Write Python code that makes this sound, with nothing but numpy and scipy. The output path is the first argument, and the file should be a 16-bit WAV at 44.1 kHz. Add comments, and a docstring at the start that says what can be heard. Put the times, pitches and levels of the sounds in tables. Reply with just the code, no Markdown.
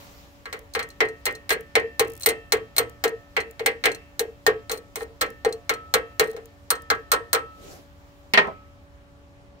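"""A welding set hums in a workshop, over rumble and hiss. A chipping hammer starts knocking slag off a
fresh weld on a hollow steel beam, about four blows a second. Each blow clangs the beam, pings the hammer
head and wakes a late, low boom; the pick skips, grinds through slag and scatters crumbs. The chipping
stops, a soft scuff passes, and the hammer comes down hard on the steel bench and bounces to rest."""
import sys
import numpy as np
from scipy import signal
from scipy.io import wavfile

SR = 44100
rng = np.random.default_rng(int(sys.argv[2]) if len(sys.argv) > 2 else 0)


def file_out(sig):
    """Save sig as 16-bit WAV at sys.argv[1]."""
    # one column per channel
    cols = np.atleast_2d(sig).T
    # limit, then scale
    lim = np.clip(cols, -1, 1)
    pcm = np.round(lim * 32767).astype(np.int16)
    wavfile.write(sys.argv[1], SR, pcm)


N = 423360
TIME = np.arange(N) / SR
AGE = TIME[:SR // 2]   # seconds since a hit
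EDGES_HZ = 22 * 2 ** np.arange(0, 9.7, .4)
BAND_HZ = np.sqrt(EDGES_HZ[1:] * EDGES_HZ[:-1])

# stereo width of all noise: frequency_hz, left_right_correlation
STEREO_LIKENESS = [(30, 0.96), (130, 0.65), (400, 0.12), (700, 0.39), (1400, -0.5), (3000, -0.036),
                   (7000, 0.11)]
# tone of the workshop's rumble: frequency_hz, level_db
RUMBLE_COLOUR = [(15, -41), (25, -12), (70, 3.5), (175, -12.5), (200, -13.5), (285, -10.5), (317, -21.5),
                 (373, -10.5), (489, -26.5), (575, -15.5), (911, -20.5), (1100, -19.5), (6920, -40),
                 (16000, -57)]
# fader ride on the hiss: time_s, level_db
HISS_FADER = [(0, -47.5), (.5, -62.5), (8.2, -64), (9.6, -75)]
# tone of the hiss: frequency_hz, level_db
HISS_COLOUR = [(1000, 3), (2500, 0), (6500, -5.5), (9000, -13), (12500, -13), (16000, -5.5)]
# partials of the welding set's fan: pitch_hz, level_db
FAN_PARTIALS = [(172, -68), (285.3, -61), (382, -76), (570.6, -60), (856, -74), (1141, -74)]

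# pick on weld, plus two soft booms near 6.35 s as the steel rocks; bite is high on bare steel,
# low on slag: start_s, strength_db, boom_db, bite_db, ping_db
BEAM_HITS = [(0.456, -16, -27, -18, 8.5), (0.5272, -11.5, -17.5, -6, -1), (0.75, -2.5, -8.5, -14.5, 7.5),
             (0.7925, -5, -23, -16, 4), (1.005, 4.5, 0, -17.5, -27), (1.255, -11, -13, 12, -7),
             (1.2652, -2.5, -14.5, -18, 5), (1.4932, -7, -16, -7.5, 16.5), (1.5049, 1.5, -4, -6.5, -21),
             (1.7538, 5, 2.5, -12, 3), (1.995, 0, 3, 2, 4), (2.2602, -1, 1, 3.5, 13.5),
             (2.2887, -9, -7, 6.5, 7), (2.522, 0, 1.5, 4, -8), (2.765, -12.5, -14.5, 5.5, 6),
             (2.782, -0.5, -1, 1, 15), (3.039, -1, 2.5, 0.5, -31), (3.366, 2, -5.5, -19.5, -7.5),
             (3.5946, -15, -5.5, -8.5, -12), (3.661, 0, -3.5, -1, 5.5), (3.839, 0, -10, -14.5, 2),
             (3.8555, 2, -1.5, -6.5, 2), (4.194, -11.5, -1.5, 14, -10.5), (4.465, 3, 4.5, -3.5, -23),
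             (4.696, -10.5, -14, -7, 4), (4.716, -13, -8.5, 11, -7.5), (4.957, -14, -14, 7, -4.5),
             (5.007, -19.5, -10, -14, 5), (5.211, -6.5, -13.5, -1, 2.5), (5.2148, -2, -8, -4.5, 4),
             (5.448, -6, 4, -9, 1.5), (5.694, 1.5, -8, -5.5, -8.5), (5.9393, 4, -0.5, -1.5, 4.5),
             (6.196, 4, 2.5, -1.5, -10), (6.331, -38, -13, -1, 3.5), (6.365, -25, -17, -6, -2.5),
             (6.704, -.5, -12, 3.5, 9), (6.902, 4, -7.5, -8.5, -11), (7.1171, 3, -6, -0.5, 6),
             (7.136, -5.5, -10.5, -6.5, 6.5), (7.3304, -0.5, -5.5, 1, 14.5), (7.348, -1, -16, -10, -2)]
# the five EQ points that colour each hit: frequency_hz
REGISTER_HZ = [750, 1300, 2100, 4500, 9500]
# the spot struck moves along the weld, tipping the clank to 2.1 kHz (-) or 1.3 kHz (+): time_s, tilt_db
SPOT_TILT = [(0.75, 0.5), (1.8, -2.5), (3.0, 1), (3.7, -5), (4.5, 2), (6.2, 1.6), (6.7, 7), (7.4, 6)]
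# the beam's crowd of short modes: frequency_hz, level_db
BEAM_CLANG = [(150, 4), (250, 6), (330, 16.5), (600, 18), (900, 14), (1200, 17.5), (1500, 16.5), (2050, 18),
              (2700, 14), (4200, 13), (5400, 11.5), (9000, 5), (10500, -2.5), (14500, 6.5)]
# clear notes of the beam, plus the long ring of the hammer and its spring handle:
# pitch_hz, level_db, t60_s
BEAM_HIT_MODES = [(71.5, -53.5, .6), (115, -49.5, .8), (410, -37.5, 0.11), (508, -32, 0.27),
                  (698, -49, 0.69), (800, -27, 0.17), (962, -43, 0.28), (1070, -31, 0.18),
                  (1138, -31, 0.22), (1300, -44.5, 0.76), (1316.6, -27, 0.2), (1632, -25, 0.2),
                  (1792, -46.5, 1), (1843, -22.5, 0.14), (1862, -29, 0.31), (2012, -26, 0.19),
                  (2067, -22, 0.15), (2190, -19, 0.067), (2460, -50.5, 0.24), (2674, -47, 0.63),
                  (2370, -47, 0.21), (3185, -53.5, 0.57)]
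# the hammer head's ping: pitch_hz, level_db, t60_s
HAMMER_MODES = [(4050, -19, .025), (4180, -17, .04), (4250, -28, .1), (6196, -28, .055), (8380, -21.5, .04),
                (8460, -21.5, .055), (8520, -47, .2), (9377, -25, .045), (11960, -33, .03),
                (13937, -28.5, .06)]
# clang envelope, before each body's decay_scale: frequency_hz, rise_s, steel_t60_s, room_db, room_t60_s
CLANG_ENVELOPE = [(194, 0.0051, 0.44, -12, 0.22), (800, 0.0025, 0.16, -37, 0.15),
                  (2240, 0.0035, 0.15, -30, 0.61), (4860, 0.00024, 0.056, -37.5, 0.33),
                  (8900, 0.0016, 0.057, -27, 0.11), (15000, .0003, 0.059, -39, .16)]
# where the hits sit in the stereo image: frequency_hz, left_minus_right_db
HIT_PAN = [(450, -2.5), (2000, 0.36), (4500, 1.5), (8400, 2), (13900, -1.5)]
# the hollow beam's boom swells late and returns in beats: delay_s, level_db, half_width_s
BOOM_BEATS = [(0.0219, -13.5, 0.0068), (0.042, -23, 0.0071), (.062, -27, 0.0044), (.098, -31, .016),
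              (0.124, -43, 0.027)]
# the pick's hardest skips on the bead: start_s, level_db
SKIPS = [(0.737, -26.5), (0.828, -28.5), (0.9028, -36), (1.086, -36), (1.3515, -30.5), (2.233, -18),
         (2.3054, -27), (3.0785, -26.5), (3.4035, -28), (3.917, -26.5), (3.9472, -28), (5.2144, -15),
         (5.5256, -25.5), (5.7382, -27.5), (6.7535, -35)]
# tone of a skip: frequency_hz, level_db
SKIP_CLANG = [(300, 5), (600, 9.5), (1200, 5.4), (2100, 6.7), (3000, 4.7), (4200, 6.6), (5400, 18),
              (9000, 7.9), (10500, 2.7), (14500, 6.4)]
# the pick grinds through slag: start_s, end_s, level_db
GRINDS = [(1.512, 1.541, -30), (2.204, 2.273, -40.5), (4.702, 4.792, -44.5), (4.961, 5.041, -48),
          (6.233, 6.307, -51)]
# a piece of slag breaks up in a shower: start_s, end_s, level_db
SHOWERS = [(2.074, 2.201, -35.5)]
# tone of a crumb's tick: frequency_hz, level_db
CRUMB_COLOUR = [(400, 8.5), (900, -14.5), (3000, -6.5), (7000, 7.5), (12000, 7.5), (16000, 9)]

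# tone of the scuff: frequency_hz, level_db
SCUFF_COLOUR = [(150, -1), (400, 4), (900, -9.5), (1600, -13), (7000, -16.5), (9500, -26.5), (13000, -17),
                (16000, -27)]
# hammer on bench, head first, then handle and bounces: start_s, strength_db, thud_db, dull_above_hz
BENCH_HITS = [(8.3362, 1, -6.5, 15200), (8.3753, 2.5, -0.5, 4600), (8.442, -28.5, 13.5, 2300),
              (8.474, -19.5, 6.5, 1220)]
# the bench's crowd of short modes: frequency_hz, level_db
BENCH_CLANG = [(100, 2.5), (200, 21), (300, 8), (450, 24.5), (1000, 27.5), (1400, 25), (2000, 26.5),
               (3000, 21), (4500, 15), (7000, 0), (10000, -1), (15000, -4.5)]
# clear notes of the bench, plus the long ring of the hammer and its spring handle:
# pitch_hz, level_db, t60_s
BENCH_HIT_MODES = [(208.6, -23, 0.0965), (408.6, -22, 0.21), (535, -31.5, 0.19), (765, -25.5, 0.16),
                   (927, -30, 0.3), (1028, -23, 0.13), (1293, -33.5, 0.64), (1850, -17, 0.15),
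                   (2140, -26.5, 0.12), (3000, -24, .14), (4370, -25.5, .1)]


def from_db(db):
    """Decibels to gain."""
    return 10 ** (np.asarray(db) / 20)


def at_hz(rows, hz, column=1):
    """Read a column of a table along log frequency."""
    rows = np.array(rows)
    return np.interp(np.log(hz), np.log(rows[:, 0]), rows[:, column])


def drift(rate_hz):
    """A smooth random wobble with a spread near 1."""
    knots = np.arange(0, TIME[-1] + 1, 1 / rate_hz)
    return np.interp(TIME, knots, rng.standard_normal(2000)[:len(knots)])


def add(out, start_s, sound):
    """Mix a sound in at its cue."""
    start = round(start_s * SR)
    out[:, start:start + sound.shape[-1]] += sound[..., :N - start]


def noise_bands():
    """Raw material for beds and clangs, white noise split into stereo bands: bands x 2 x N."""
    white, bands = rng.standard_normal((2, 2, N)), []
    for k, hz in enumerate(BAND_HZ):
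        bandpass = signal.butter(2, EDGES_HZ[k:k + 2], "band", fs=SR, output="sos")
        mid, side = signal.sosfilt(bandpass, white[k % 2])
        alike = at_hz(STEREO_LIKENESS, hz)
        bands.append(np.sqrt((1 + alike) / 2) * mid + np.sqrt((1 - alike) / 2) * side * [[1], [-1]])
    return np.array(bands, np.float32)


def wash(bands, colour, flicker_db):
    """A noise bed of rms 1 whose bands flicker."""
    out = sum(band * from_db(at_hz(colour, hz) + flicker_db * drift(25))
              for band, hz in zip(bands, BAND_HZ))
    return out / np.std(out)


def room_tone(bands, rumble_db=-51):
    """The workshop's steady rumble, and a hiss that drops back early and fades at the end."""
    rumble = from_db(rumble_db) * wash(bands[:, :, ::-1], RUMBLE_COLOUR, flicker_db=2)
    hiss_db = np.interp(TIME, *np.transpose(HISS_FADER))
    return rumble + from_db(hiss_db) * wash(bands, HISS_COLOUR, flicker_db=1.5)


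def fan_hum(speed_wobble=0.002, waver_db=0.8):
    """The welding set's fan: its partials bend together with its speed, and each wavers in level."""
    fan_time = TIME + np.cumsum(speed_wobble * drift(5)) / SR
    return sum(from_db(db + waver_db * drift(5)) * np.sqrt(2) * np.sin(2 * np.pi * hz * fan_time)
               for hz, db in FAN_PARTIALS)


def pan(hz):
    """Left and right gain of a hit: frequencies x 2 x 1."""
    return from_db(at_hz(HIT_PAN, hz)[:, None, None] * np.array([[.5], [-.5]]))


def clang_envelope(decay_scale, crack_db=12.5, crack_t60_s=0.0037):
    """Unit energy per band: the crack of contact, the steel's quick ring, then the room's tail."""
    rise, steel_t60, room_db, room_t60 = [at_hz(CLANG_ENVELOPE, BAND_HZ, k)[:, None] for k in range(1, 5)]
    crack = from_db(crack_db - 60 * AGE / crack_t60_s)
    steel = from_db(-60 * AGE / (steel_t60 * decay_scale))
    room = from_db(room_db - 60 * AGE / (room_t60 * decay_scale))
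    envelope = (1 - np.exp(-AGE / rise)) * (crack + steel + room)
    return envelope / np.sqrt(np.sum(envelope ** 2, axis=1, keepdims=True))


def strike(bands, hits, clang, modes, decay_scale, sameness, modes_db=0, scatter_db=0):
    """Hits (start_s, register_db, ping_db) excite a body: a dense noisy clang under its clear modes."""
    out = np.zeros((2, N))
    envelope = (clang_envelope(decay_scale)[:, None] * pan(BAND_HZ)).astype(np.float32)
    repeated = envelope * bands[:, :, -len(AGE):]   # the part of the clang that every hit shares
    hz, mode_db, t60 = np.reshape(modes, (-1, 3)).T
    # higher modes sit further out of phase between left and right
    apart_rad = rng.choice([-1, 1], len(hz)) * np.minimum(hz / 700, 1.65)
    phase = rng.uniform(0, 2 * np.pi, (len(hz), 1, 1)) + apart_rad[:, None, None] * [[.5], [-.5]]
    decay = from_db(-60 * AGE / t60[:, None, None])
    rings = pan(hz) * np.sin(2 * np.pi * hz[:, None, None] * AGE + phase) * decay
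    for start_s, register_db, ping_db in hits:
        eq = np.column_stack([REGISTER_HZ, register_db])
        fresh = envelope * bands[:, :, round(start_s * SR):][:, :, :len(AGE)]
        noise = np.sqrt(sameness) * repeated + np.sqrt(1 - sameness) * fresh
        band_gains = from_db(at_hz(clang, BAND_HZ) + at_hz(eq, BAND_HZ))
        # a square hit favours the hammer's highest modes; the spot struck shifts each mode's share
        square_db = ping_db * (hz / HAMMER_MODES[-1][0]) ** 1.4
        spot_db = rng.normal(0, scatter_db, len(hz))
        mode_gains = from_db(mode_db + modes_db + square_db + at_hz(eq, hz) + spot_db)
        add(out, start_s, np.tensordot(band_gains, noise, 1) + np.tensordot(mode_gains, rings, 1))
    return out


def chipping(bands):
    """Blows ring beam and hammer together: bright on bare steel, dull where slag cushions the pick."""
    hits = []
    for start_s, strength_db, boom_db, bite_db, ping_db in BEAM_HITS:
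        low_db = 2.5 + 0.6 * (boom_db - strength_db)   # a boomy hit also fills the low clang
        tilt_db = np.interp(start_s, *np.transpose(SPOT_TILT))
        high_db = -1 + 0.45 * bite_db
        colour_db = np.array([low_db, tilt_db, -tilt_db, high_db, bite_db])
        hits.append((start_s, strength_db + colour_db, ping_db))
    return strike(bands, hits, BEAM_CLANG, BEAM_HIT_MODES + HAMMER_MODES,
                  decay_scale=0.98, sameness=0.53, modes_db=-2.5, scatter_db=4)


def boom(pitch_hz=452.9, spread_hz=6.1, pan_db=1.5, uneven_db=4):
    """Struck or rocking, the beam's wall answers with one low note that throbs as it fades."""
    out = np.zeros((2, N))
    for start_s, _, boom_db, *_ in BEAM_HITS:
        hz = pitch_hz + spread_hz * rng.normal()
        for delay_s, db, width_s in BOOM_BEATS:
            stray = min(delay_s / BOOM_BEATS[-2][0], 1)   # later beats stray more in level and phase
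            gain = from_db(boom_db + db + stray * uneven_db * rng.normal())
            swell = np.exp(-((AGE - delay_s) / width_s) ** 2)
            add(out, start_s, gain * swell * np.sin(2 * np.pi * hz * AGE + stray * rng.normal()))
    return out * from_db([[pan_db / 2], [-pan_db / 2]])


def light_hit(start_s, db, ping_db=-15):
    """A touch with flat EQ, too soft for the hammer's highest modes."""
    return start_s, np.full(len(REGISTER_HZ), db), ping_db


def skips(bands, gain_db=3.5, rebound_s=0.045, rebound_db=-43.5):
    """The pick skips on the bead and drops back after each blow, ringing mostly the hammer head."""
    luck = rng.standard_normal((len(BEAM_HITS), 2))
    rebounds = [(start_s + rebound_s * np.exp(0.11 * late), strength_db + rebound_db + 4 * hard)
                for (start_s, strength_db, *_), (late, hard) in zip(BEAM_HITS, luck)]
    hits = [light_hit(start_s, db + gain_db) for start_s, db in SKIPS + rebounds]
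    return strike(bands, hits, SKIP_CLANG, HAMMER_MODES,
                  decay_scale=0.78, sameness=0.72, modes_db=9, scatter_db=2.5)


def grit(grains_per_s=640, size_step_db=5, low_cut_hz=2400, ring_db=-8):
    """Slag crushed under the pick: uneven grains that crackle and tickle the hammer's modes."""
    out, age = np.zeros((2, N)), AGE[:SR // 20]
    ring = sum(from_db(db + ring_db - 60 * age / t60) * np.sin(2 * np.pi * hz * age)
               for hz, db, t60 in HAMMER_MODES)
    low_cut = signal.butter(2, low_cut_hz, "high", fs=SR, output="sos")
    for start_s, end_s, db in GRINDS:
        length_s = end_s - start_s
        breaks = (rng.random(len(AGE)) < grains_per_s / SR) * (AGE < length_s)
        sizes = from_db(size_step_db * np.minimum(rng.exponential(1, len(AGE)), 3))
        grains = breaks * sizes * rng.standard_normal((2, len(AGE)))
        snap = 0.27 * rng.standard_normal((2, len(age))) * np.exp(-age / 0.00054)
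        crackle = signal.sosfilt(low_cut, signal.fftconvolve(grains, snap + ring, axes=1))
        rms = np.sqrt(np.sum(crackle ** 2) / (2 * length_s * SR) + 1e-12)
        add(out, start_s, from_db(db) * crackle / rms)
    return out


def crumbs(bands, chance=0.16, flight_s=0.097, stray_db=-37, shower_count=9, gain_db=7.5, uneven_db=0.5):
    """Brittle slag ticks without ringing: strays land just after some blows, and one piece showers."""
    luck = rng.random((len(BEAM_HITS), 2))
    strays = [(start_s + flight_s * (.5 + far), stray_db)
              for (start_s, *_), (thrown, far) in zip(BEAM_HITS, luck) if thrown < chance]
    shower = [(start_s + (end_s - start_s) * (k + rng.random()) / shower_count, db)
              for start_s, end_s, db in SHOWERS for k in range(shower_count)]
    sizes_db = rng.normal(gain_db, uneven_db, len(shower) + len(BEAM_HITS))
    hits = [light_hit(start_s, db + size_db) for (start_s, db), size_db in zip(shower + strays, sizes_db)]
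    return strike(bands, hits, CRUMB_COLOUR, modes=[], decay_scale=0.2, sameness=0.1)


def scuff(bands, middle_s=7.7, width_s=0.078, level_db=-44):
    """A soft, dull brush of noise swells and dies."""
    swell = np.exp(-((TIME - middle_s) / width_s) ** 2 / 2)
    return from_db(level_db) * swell * wash(np.roll(bands, SR, axis=2), SCUFF_COLOUR, flicker_db=3)


def hammer_down(bands, steepness=11):
    """The whole hammer lands on the bench, deep and hard; each later contact is duller."""
    hz, hits = np.array(REGISTER_HZ), []
    low_registers = hz < REGISTER_HZ[2]
    for start_s, strength_db, thud_db, dull_above_hz in BENCH_HITS:
        rolloff_db = 10 * np.log10(1 + (hz / dull_above_hz) ** steepness)
        hits.append((start_s, strength_db + thud_db * low_registers - rolloff_db, 0))
    return strike(bands, hits, BENCH_CLANG, BENCH_HIT_MODES,
                  decay_scale=0.84, sameness=0.35, scatter_db=4.5)


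def scene():
    """The stereo mix: the hammer's work up front, the workshop behind."""
    bands = noise_bands()
    weld_work = chipping(bands) + boom() + skips(bands) + crumbs(bands) + grit()
    return weld_work + hammer_down(bands) + room_tone(bands) + scuff(bands) + fan_hum()


def record(dry, ceiling=1.5, high_cut_hz=15700):
    """Soft saturation rounds the sharpest peaks, then a steep filter takes off the very top."""
    high_cut = signal.ellip(10, .2, 80, high_cut_hz, fs=SR, output="sos")
    return signal.sosfilt(high_cut, ceiling * np.tanh(dry / ceiling))


dry = scene()
out = record(dry)
file_out(out)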